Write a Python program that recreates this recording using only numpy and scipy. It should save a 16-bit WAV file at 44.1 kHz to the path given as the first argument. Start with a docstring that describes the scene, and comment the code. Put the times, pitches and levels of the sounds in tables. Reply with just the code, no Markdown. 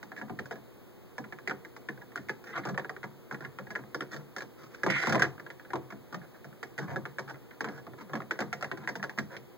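"""A raccoon paws at a plastic feeder by a window at night, heard from a faintly humming room.
A short flurry of claw clicks comes first; after a pause the clicks return, then rubs and short squeaks.
Near five seconds the strokes are strongest, with one more squeak; clicks and rubs go on almost to the end.
Small pushes ring the plastic and tick the claws; the panel behind answers with a knock and a late, low thud.
A two-port microphone with stereo widening picks it all up."""
import sys
import numpy as np
from scipy import signal
from scipy.fft import rfft, irfft
from scipy.io import wavfile
from scipy.ndimage import uniform_filter1d

SR = 44100
rng = np.random.default_rng(int(sys.argv[2]) if len(sys.argv) > 2 else 0)


def write(x):
    x = np.atleast_2d(x).T
    wavfile.write(sys.argv[1], SR, np.round(np.clip(x, -1, 1) * 32767).astype(np.int16))


N = 422037  # length of the scene in samples
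RING_N = 13000  # length of one ring in samples
AGE = np.arange(RING_N) / SR  # seconds since a ring began


def undb(db):
    """Turn decibels into gain."""
    return 10 ** (np.asarray(db) / 20)


def fade(t60):
    """Die away exponentially, by 60 dB in t60 seconds."""
    return np.exp(-np.log(1000) * AGE / t60)


def exposure(pair, db):
    """Scale a (common, difference) pair so the common part holds the energy of 10 ms at this level."""
    energy = np.sum(pair[0] ** 2)
    return pair * undb(db) * np.sqrt(SR / 10 ** 2 / energy)


def add(out, sound, start_s):
    """Mix a sound into out at its start time, cutting what runs past the end."""
    i = max(int(start_s * SR), 0)
    out[:, i:i + sound.shape[1]] += sound[:, :max(N - i, 0)]


def ports(pair):
    """Turn common and difference into left and right by sum and difference."""
    return np.array([pair[0] + pair[1], pair[0] - pair[1]])


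def delay(x, samples):
    """Make a sound late by whole samples."""
    return np.concatenate([np.zeros(samples), x[:-samples]])


def resonance(x, hz, width_hz):
    """Favour one band of pitches, as a resonating body does; two passes give steep flanks."""
    b, a = signal.iirpeak(hz, hz / max(width_hz, 50), fs=SR)
    once = signal.lfilter(b, a, x)
    return signal.lfilter(b, a, once)


# room tone and microphone hiss:
# pitch_hz, common_db (dB per Hz), difference_db (between the ports, dB per Hz)
AIR_AND_HISS = [(30, -86, -99), (63, -78, -90), (126, -85.5, -84.5), (193, -79, -87.5), (373, -81.5, -87),
                (604, -91, -93), (1250, -99, -102), (2320, -104, -105), (4140, -110, -111),
                (6900, -115, -117), (11100, -117, -120), (12700, -113, -114), (15200, -109, -111)]


def air_and_hiss():
    """Steady noise of the air and microphone: white noise shaped to a loudness for each pitch."""
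    hz, *columns = np.transpose(AIR_AND_HISS)
    log_f = np.log(np.arange(N // 2 + 1) * SR / N + 1)
    density_db = [np.interp(log_f, np.log(hz), column) for column in columns]
    gain = undb(density_db) * np.sqrt(SR / 2)
    return irfft(rfft(rng.standard_normal((2, N))) * gain, N)


# faint hum of the room: pitch_hz, level_db (before it wavers)
HUM_LINES = [(118.4, -60), (360.7, -63.5), (468.3, -67.5), (511.4, -73)]


def hum(waver_db=1.5, waver_rad=0.31):
    """Steady tones of the room whose level and phase waver slowly together."""
    out = np.zeros((2, N))
    t = np.arange(N) / SR
    for line_hz, level_db in HUM_LINES:
        waver = np.interp(t, np.linspace(0, t[-1], num=40), rng.standard_normal(size=40))
        gain = np.sqrt(2) * undb(level_db + waver_db * waver)
        out[0] += gain * np.sin(2 * np.pi * line_hz * t + waver_rad * waver)
    return out


# bending modes of the panel: pitch_hz (middle of a cluster), level_db (of its middle partner)
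PANEL_MODES = [(102, -11.5), (140, 2.5), (203, -2.5), (238, -12.5), (304, -5.5), (361, -8.5), (409, -10),
               (498, -9), (592, -16), (703, -12.5), (795, -16.5), (900, -18), (1001, -16.5), (1100, -24),
               (1170, -18)]


def panel_modes(spread, t60_at_200, t60_slope, rise_at_200, rise_slope, room_db, room_t60, count=7):
    """Each mode is a cluster of close partners; low bending waves travel slowly, so they come late and stay."""
    hz, db = np.repeat(np.array(PANEL_MODES), count, axis=0).T
    offset = np.tile(np.linspace(-1, 1, count), len(PANEL_MODES))
    hz = hz * (1 + spread * (offset + 0.0915 * rng.standard_normal(len(hz))))
    db = db - 5 * offset ** 2  # the outer partners are weaker
    low = 200 / hz[:, None]  # above 1 for modes below 200 Hz
    swell = (1 - np.exp(-AGE / (rise_at_200 * low ** rise_slope))) ** 2
    decay = fade(t60_at_200 * low ** t60_slope) + undb(room_db) * fade(room_t60)
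    waves = swell * decay * np.exp(2j * np.pi * hz[:, None] * AGE)
    waves *= (undb(db) / np.linalg.norm(waves, axis=1))[:, None]
    return np.tile(hz, 2), np.vstack([waves.real, waves.imag]).astype(np.float32)


def strike_panel(hz, waves, apart_hz, thud_top_hz=270):
    """Thud and knock: each contact weighs the modes anew; short waves differ more between the ports."""
    weights = rng.standard_normal((2, len(hz)))
    weights[1] *= np.minimum(hz / apart_hz, 1)
    low = hz < thud_top_hz
    both = np.vstack([weights * low, weights * ~low]).astype(np.float32)
    return np.split(both @ waves, 2)


# short-lived modes of the plastic: pitch_hz, level_db (against each other)
PLASTIC_MODES = [(1100, -2.5), (1400, 2), (1675, 5), (1850, -6), (2050, -2), (2250, 1)]


def plastic_modes(t60=0.061):
    """Sine and cosine ring of each plastic mode, all dying away quickly."""
    hz, db = np.transpose(PLASTIC_MODES)
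    waves = undb(db)[:, None] * fade(t60) * np.exp(2j * np.pi * hz[:, None] * AGE)
    return np.vstack([waves.real, waves.imag])


def feeder_body():
    """The plastic and the panel that every touch sets ringing."""
    panel = panel_modes(spread=0.1192, t60_at_200=0.26, t60_slope=0.77, rise_at_200=0.0085,
                        rise_slope=1.88, room_db=-18, room_t60=0.46)
    return plastic_modes(), panel


def snap(scatter, t60, room_db, room_t60, side):
    """A sharp push, then its scatter inside the plastic and a faint room tail; (common, difference)."""
    pair = rng.standard_normal((2, RING_N)) * (fade(t60) + undb(room_db) * fade(room_t60))
    pair *= scatter / np.sqrt(np.sum(pair[0] ** 2))
    pair[1] *= side
    pair[0, 0] += 1
    return pair


def from_left(pair, lag_samples=3):
    """The feeder's ring reaches the left port slightly first, so the right one is delayed."""
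    left, right = ports(pair)
    return ports([left, delay(right, lag_samples)]) / 2


def plastic_ring(plastic, ring_hz, width_hz, modes_db=-45.0):
    """A push scatters in the plastic and stirs its modes; the spot touched favours one region."""
    ring = snap(scatter=1.0, t60=0.026, room_db=-18, room_t60=.23, side=1.0)
    ring[0] += undb(modes_db) * rng.standard_normal(len(plastic)) @ plastic
    return from_left(resonance(ring, ring_hz, 1.253 * width_hz))  # each pass is wider than the pair


def claw_tick():
    """The claw rings in two broad bands; its hard tip adds a thin edge above them."""
    crack = snap(scatter=1.5, t60=0.056, room_db=-14.5, room_t60=0.27, side=1.12)
    lower = resonance(crack, 3860, 4150)
    upper = undb(-2) * resonance(crack, 5130, 1600)
    edge = undb(-14.0) * resonance(crack, 13800, 9300)
    return lower + upper + edge


def contact(force, body, ring_hz, width_hz, ring_db, knock_db, thud_db, tick_db):
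    """A force drives the ring of the plastic, the knock and thud of the panel and the tick of the claw."""
    plastic, panel = body
    ring = plastic_ring(plastic, ring_hz, width_hz)
    tick = claw_tick()
    thud, knock = strike_panel(*panel, apart_hz=1980)
    parts = [(ring, ring_db), (knock, knock_db), (thud, thud_db), (tick, tick_db)]
    return sum(exposure(signal.fftconvolve(x, force[None], axes=1), db) for x, db in parts)


# A bare claw rings the plastic longest, at CLAW_HZ; the more pad touches,
# the lower and shorter the ring and the fuller the knock.
CLAW_HZ = 1710
RING_WIDTH_HZ, WIDEN_HZ_PER_OCTAVE = 556, 900  # before the ring's own widening; wider dies sooner
KNOCK_DB, KNOCK_DB_PER_OCTAVE = -0.2, 17  # over the strength; more as the ring falls
KNOCK_WEIGHT_SHARE = 0.22  # dB of knock for each dB of weight


def touch(force, body, strength_db, ring_hz, weight_db, bite_db):
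    """The pitch of the ring tells how soft a contact is; softness and weight set its damping and its knock."""
    softness = np.log2(CLAW_HZ / ring_hz)  # octaves below a bare claw
    width_hz = RING_WIDTH_HZ + WIDEN_HZ_PER_OCTAVE * abs(softness)
    knock_db = KNOCK_DB + KNOCK_DB_PER_OCTAVE * softness + KNOCK_WEIGHT_SHARE * weight_db
    return contact(force, body, ring_hz, width_hz, ring_db=strength_db, knock_db=strength_db + knock_db,
                   thud_db=strength_db + weight_db, tick_db=strength_db + bite_db)


def stick_slip(length_s, slips_per_s, scatter_db, grips_per_s=110, grip_db=2.5):
    """Uneven little slips, in spurts as the paw grips and lets go."""
    n = int(length_s * SR)
    t = np.arange(n) / SR
    grip = np.interp(t * grips_per_s, np.arange(40), rng.standard_normal(size=40))
    chance, size = rng.random(RING_N)[:n], rng.standard_normal(RING_N)[:n]
    slips = (chance < slips_per_s / SR) * undb(scatter_db * size + grip_db * grip)
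    swell = np.sqrt(np.sin(np.pi * t / length_s))
    return slips * swell + 1e-9  # never wholly silent, so it can be scaled


def brushing(body, count=14, softest_db=-63):
    """Faint brushing of fur and pads at random times: many dense little slips."""
    out = np.zeros((2, N))
    for when, pitch, pressure in rng.random((count, 3)):
        brush = stick_slip(0.036, slips_per_s=2100, scatter_db=1.5)
        strength_db = softest_db + 6 * pressure
        sound = touch(brush, body, strength_db, 1350 + 600 * pitch, weight_db=-3, bite_db=-16)
        add(out, sound, 1.2 + 8.2 * when)
    return out


def claws(spread_s=.006, follow=0.52, count=3):
    """One claw lands, then up to three weaker pushes within a few milliseconds."""
    force = np.zeros(int(spread_s * SR) + 1)
    later = (rng.random(count) * spread_s * SR).astype(int)
    force[later] = follow * rng.uniform(0.3, 1, count)  # follow is the strongest a later push can be
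    force[0] = 1
    return force


def settling(body, count=14, middle_wait_s=.14, middle_db=-58.5, spread_db=5, low_hz=1400, high_hz=1800):
    """Light random touches that follow some of the strikes as the paw settles."""
    out = np.zeros((2, N))
    for which, wait, pitch, pressure in rng.random((count, 4)):
        strike_s = STRIKES[int(which * len(STRIKES))][0]
        wait_s = middle_wait_s * (.5 + wait)
        strength_db = middle_db + spread_db * (pressure - .5)
        ring_hz = low_hz + (high_hz - low_hz) * pitch
        add(out, touch(claws(), body, strength_db, ring_hz, weight_db=-1.5, bite_db=-22), strike_s + wait_s)
    return out


# a pad that sticks and slips in time: start_s, length_s, start_pitch_hz, end_pitch_hz, level_db
PAD_SQUEAKS = [(2.521, 0.035, 1867, 1186, -43.5), (2.546, 0.043, 1491, 1213, -36),
               (2.625, 0.0336, 1884, 1340, -47), (4.919, 0.079, 2440, 1799, -30)]


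def squeaks():
    """Place each pad squeak at its time."""
    out = np.zeros((2, N))
    for start_s, *glide in PAD_SQUEAKS:
        add(out, squeak(*glide), start_s)
    return out


def squeak(length_s, start_hz, end_hz, level_db, wobble=0.182, rasp_db=-13):
    """A rough falling tone as the sliding pad slows; its overtones rasp in the claw's resonance."""
    n = int(length_s * SR)
    jitter = uniform_filter1d(rng.standard_normal(RING_N), size=50)[:n]
    pitch_hz = np.linspace(start_hz, end_hz, n) * (1 + wobble * jitter / jitter.std())
    phase = 2 * np.pi * np.cumsum(pitch_hz) / SR
    rasp = resonance(np.sin(2 * phase) + np.sin(3 * phase), 2900, 1700)
    tone = (np.sin(phase) + undb(rasp_db) * rasp) * np.hanning(n)
    body = snap(scatter=0.89, t60=0.034, room_db=-22, room_t60=.25, side=0.99)
    return exposure(signal.fftconvolve(body, tone[None], axes=1), level_db)


# a paw dragged along: start_s, length_s, strength_db, ring_pitch_hz,
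# weight_db (thud of the panel, over the strength), bite_db (tick of the claw, over the strength)
DRAGS = [(.161, 0.042, -43.5, 1680, -1, -17), (2.454, .071, -45.5, 1600, 4, -13.5),
         (2.545, 0.055, -37, 1500, 6.5, -17.5), (2.66, 0.052, -40, 1480, 13.5, -13.5),
         (3.41, 0.038, -48.5, 1600, -1, -18), (4.11, 0.047, -42, 1610, 10, -9),
         (4.57, 0.11, -51.5, 1500, 11, -8), (4.698, .13, -53.5, 1640, 9, -8.5),
         (4.874, 0.13, -25, 2050, -41, -21.5), (4.968, 0.16, -28, 1920, -12, -13.5),
         (5.057, 0.13, -35.5, 1560, 14, -20), (5.172, 0.088, -28.5, 1760, -3, -23),
         (6.788, 0.074, -44, 1530, 19.5, -16), (6.865, 0.092, -42.5, 1450, 16, -17),
         (7.276, 0.037, -44, 1520, 9.5, -16), (7.644, .035, -45, 1470, 16, -25),
         (7.689, .12, -47.5, 1570, 13, -14), (7.973, 0.06, -49, 1570, 11.5, -13),
         (8.802, 0.064, -50, 1400, 14.5, -17), (9.297, .084, -46, 1530, 7, -14)]


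def drags(body):
    """A dragged paw sticks and slips, and each slip pushes the plastic and the panel."""
    out = np.zeros((2, N))
    for start_s, length_s, *drag in DRAGS:
        slips = stick_slip(length_s, slips_per_s=800, scatter_db=4.0)
        add(out, touch(slips, body, *drag), start_s)
    return out


# claw and paw strikes: start_s, strength_db, ring_pitch_hz,
# weight_db (thud of the panel, over the strength), bite_db (tick of the claw tip, over the strength)
STRIKES = [(.029, -48, 1680, 6, -11.5), (.118, -47, 1600, -3, -32), (.165, -52, 1810, 7, -14),
           (0.2141, -43.5, 1700, 13, -21), (0.2963, -50, 1150, 22.5, -23), (0.3892, -40, 1790, 2, -20),
           (0.393, -43, 1750, 10.5, -17), (.457, -50.5, 1570, -10, -10.5), (0.5101, -42.5, 1360, 3, -18),
           (.522, -47.5, 1520, 4, -13), (0.556, -54, 1570, 15, -14), (1.181, -41.5, 1520, 11.5, -14),
           (1.2414, -50.5, 1660, 1, -23), (1.3238, -45, 1680, 4.5, -22), (1.387, -51, 1680, -9, -19),
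           (1.4752, -34, 1700, 0, -17), (1.496, -38.5, 1580, -20, -17), (1.51, -37, 1650, 2, -26),
           (1.6487, -48, 1710, 0, -18), (1.7647, -51, 1540, 4, -10.5), (1.8874, -37.5, 1650, 6, -22.5),
           (1.9759, -55.5, 1510, 13, -22), (2.018, -52.5, 1600, -3, -21), (2.1578, -38.5, 1610, -6, -14),
           (2.1755, -42.5, 1700, 9, -21), (2.2859, -45.5, 1840, -2, -15), (2.2945, -34, 1590, 0, -21),
           (2.4406, -54, 1520, -12, -10.5), (2.6522, -44, 1280, 17.5, -10), (2.6933, -52, 1350, 25, -26),
           (2.745, -49.5, 1350, 11, -26), (2.7767, -33.5, 1610, -3, -19.5), (2.7954, -41.5, 1550, -8, -28),
           (2.8462, -43, 1590, -3, -30), (2.8946, -40, 1580, 0, -20), (2.9646, -46.5, 1450, -7, -26),
           (3.031, -44, 1570, -13, -24), (3.0399, -44, 1590, 12.5, -18), (3.3114, -41.5, 1700, 7, -22),
           (3.3249, -46, 1520, 13, -14.5), (3.3448, -43.5, 1660, -2, -23), (3.407, -49.5, 1660, 16.5, -17),
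           (3.4489, -42, 1740, 1, -24), (3.5868, -43.5, 1610, 12, -18), (3.6684, -52, 1720, 12, -21),
           (3.705, -43.5, 1700, 7, -14.5), (3.7528, -38.5, 1740, -13, -22), (3.7576, -36.5, 1720, -25, -24),
           (3.7901, -54.5, 1360, 22.5, -20), (3.9456, -36.5, 1450, 2, -12), (4.007, -38, 1480, 1.5, -14.5),
           (4.022, -44.5, 1540, 2, -22), (4.1637, -47.5, 1610, 10, -8.5), (4.364, -41, 1600, 2.5, -10.5),
           (4.3827, -42.5, 1730, -8, -9.5), (4.406, -44, 1700, 1, -13), (4.4205, -46, 1650, 7, -11.5),
           (4.7468, -51.5, 1820, -8, -11), (4.8339, -31, 1670, 7, -17), (4.864, -33.5, 1260, 15.5, -16),
           (4.9024, -35, 1600, 1, -8), (5.0358, -34, 1640, -5, -34), (5.0707, -34, 1550, 17, -11.5),
           (5.0947, -36.5, 1330, 5, -6), (5.1248, -31.5, 1580, 14, -10.5), (5.1474, -33, 1230, 2, -22),
           (5.1543, -32, 1240, 9, -16), (5.195, -35.5, 1600, 13.5, -11.5), (5.2214, -22.5, 1630, -28, -16),
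           (5.2409, -39, 1410, -7, -28), (5.38, -53.5, 1530, 2, -30), (5.3975, -47.5, 1680, 5.5, -20),
           (5.4641, -48, 1600, -1, -26), (5.5022, -46.5, 1700, 1, -14.5), (5.597, -52.5, 1600, -16, -22),
           (5.6498, -55.5, 1540, 7, -26), (5.7042, -47.5, 1710, 7, -21), (5.7338, -41, 1100, 15.5, -18),
           (5.7561, -43, 1140, 3, -19), (5.9041, -49, 1680, 2, -13.5), (5.9235, -50, 1500, 17, -19),
           (6.126, -48, 1490, 19.5, -14), (6.144, -41.5, 1510, -13, -15), (6.4443, -53, 1630, 18, -13),
           (6.6291, -41, 1670, 0.5, -12), (6.779, -42, 1660, 14, -12), (6.7868, -38.5, 1660, 2, -14),
           (6.96, -35.5, 1530, 7, -21), (7.054, -41, 1610, -2, -23), (7.1846, -37, 1610, -18, -19),
           (7.1926, -42, 1570, 11, -11.5), (7.2971, -49, 1500, -3, -13), (7.5091, -54.5, 1860, 5, -26),
           (7.6067, -36, 1570, 1, -14), (7.644, -39, 1340, -22, -17), (7.6863, -45, 1400, -1, -20),
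           (7.8671, -54, 1220, 19.5, -20), (7.935, -57.5, 1160, 12, -24), (8.096, -56, 1300, 28, -20),
           (8.1339, -39.5, 1410, 14.5, -19), (8.1538, -40, 1440, 6, -18), (8.1706, -50, 1300, -3, -19),
           (8.2034, -47, 1400, 10, -26), (8.2195, -50.5, 1800, 12, -18), (8.3096, -32.5, 1610, -8, -16),
           (8.39, -37, 1480, 5, -15), (8.4048, -38.5, 1500, 13.5, -9.5), (8.4203, -40.5, 1690, 1, -18),
           (8.528, -36, 1860, 3, -13.5), (8.61, -48, 1480, -10, -10), (8.6254, -38.5, 1510, 2, -13.5),
           (8.6442, -40, 1850, 3, -16), (8.7147, -37.5, 1490, 4.5, -23), (8.7732, -49, 1640, 15, -13),
           (8.875, -34.5, 1700, -19, -19.5), (8.889, -37.5, 1720, 2, -14), (8.9545, -42.5, 1680, 13.5, -9),
           (8.9967, -51, 1700, 17, -23), (9.028, -37.5, 1640, -16, -15), (9.0395, -38, 1520, -13, -16.5),
           (9.0949, -43, 1840, 0, -16), (9.1764, -45, 1490, 21, -12), (9.1862, -32, 1690, -24, -14.5),
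           (9.3664, -46, 2130, 5, -14)]


def strikes(body):
    """Each strike is a quick group of claw pushes that rings the plastic and thuds the panel."""
    out = np.zeros((2, N))
    for start_s, *blow in STRIKES:
        add(out, touch(claws(), body, *blow), start_s)
    return out


def scene(right_db=-2.0):
    """Room and paws at the two ports; the right port is a little less sensitive."""
    body = feeder_body()
    room = air_and_hiss() + hum()
    paws = brushing(body) + settling(body) + squeaks() + drags(body) + strikes(body)
    return ports(room + paws) * undb([[0], [right_db]])


def record(dry, cross_lag_samples=16, top_hz=15850):
    """Stereo widening subtracts each port, delayed, from the other channel; the top is cut."""
    crossed = np.array([delay(port, cross_lag_samples) for port in dry[::-1]])
    wide = dry - crossed
    top_cut = signal.ellip(10, .2, 70, top_hz, fs=SR, output="sos")
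    return signal.sosfilt(top_cut, wide)


dry = scene()
out = record(dry)
write(out)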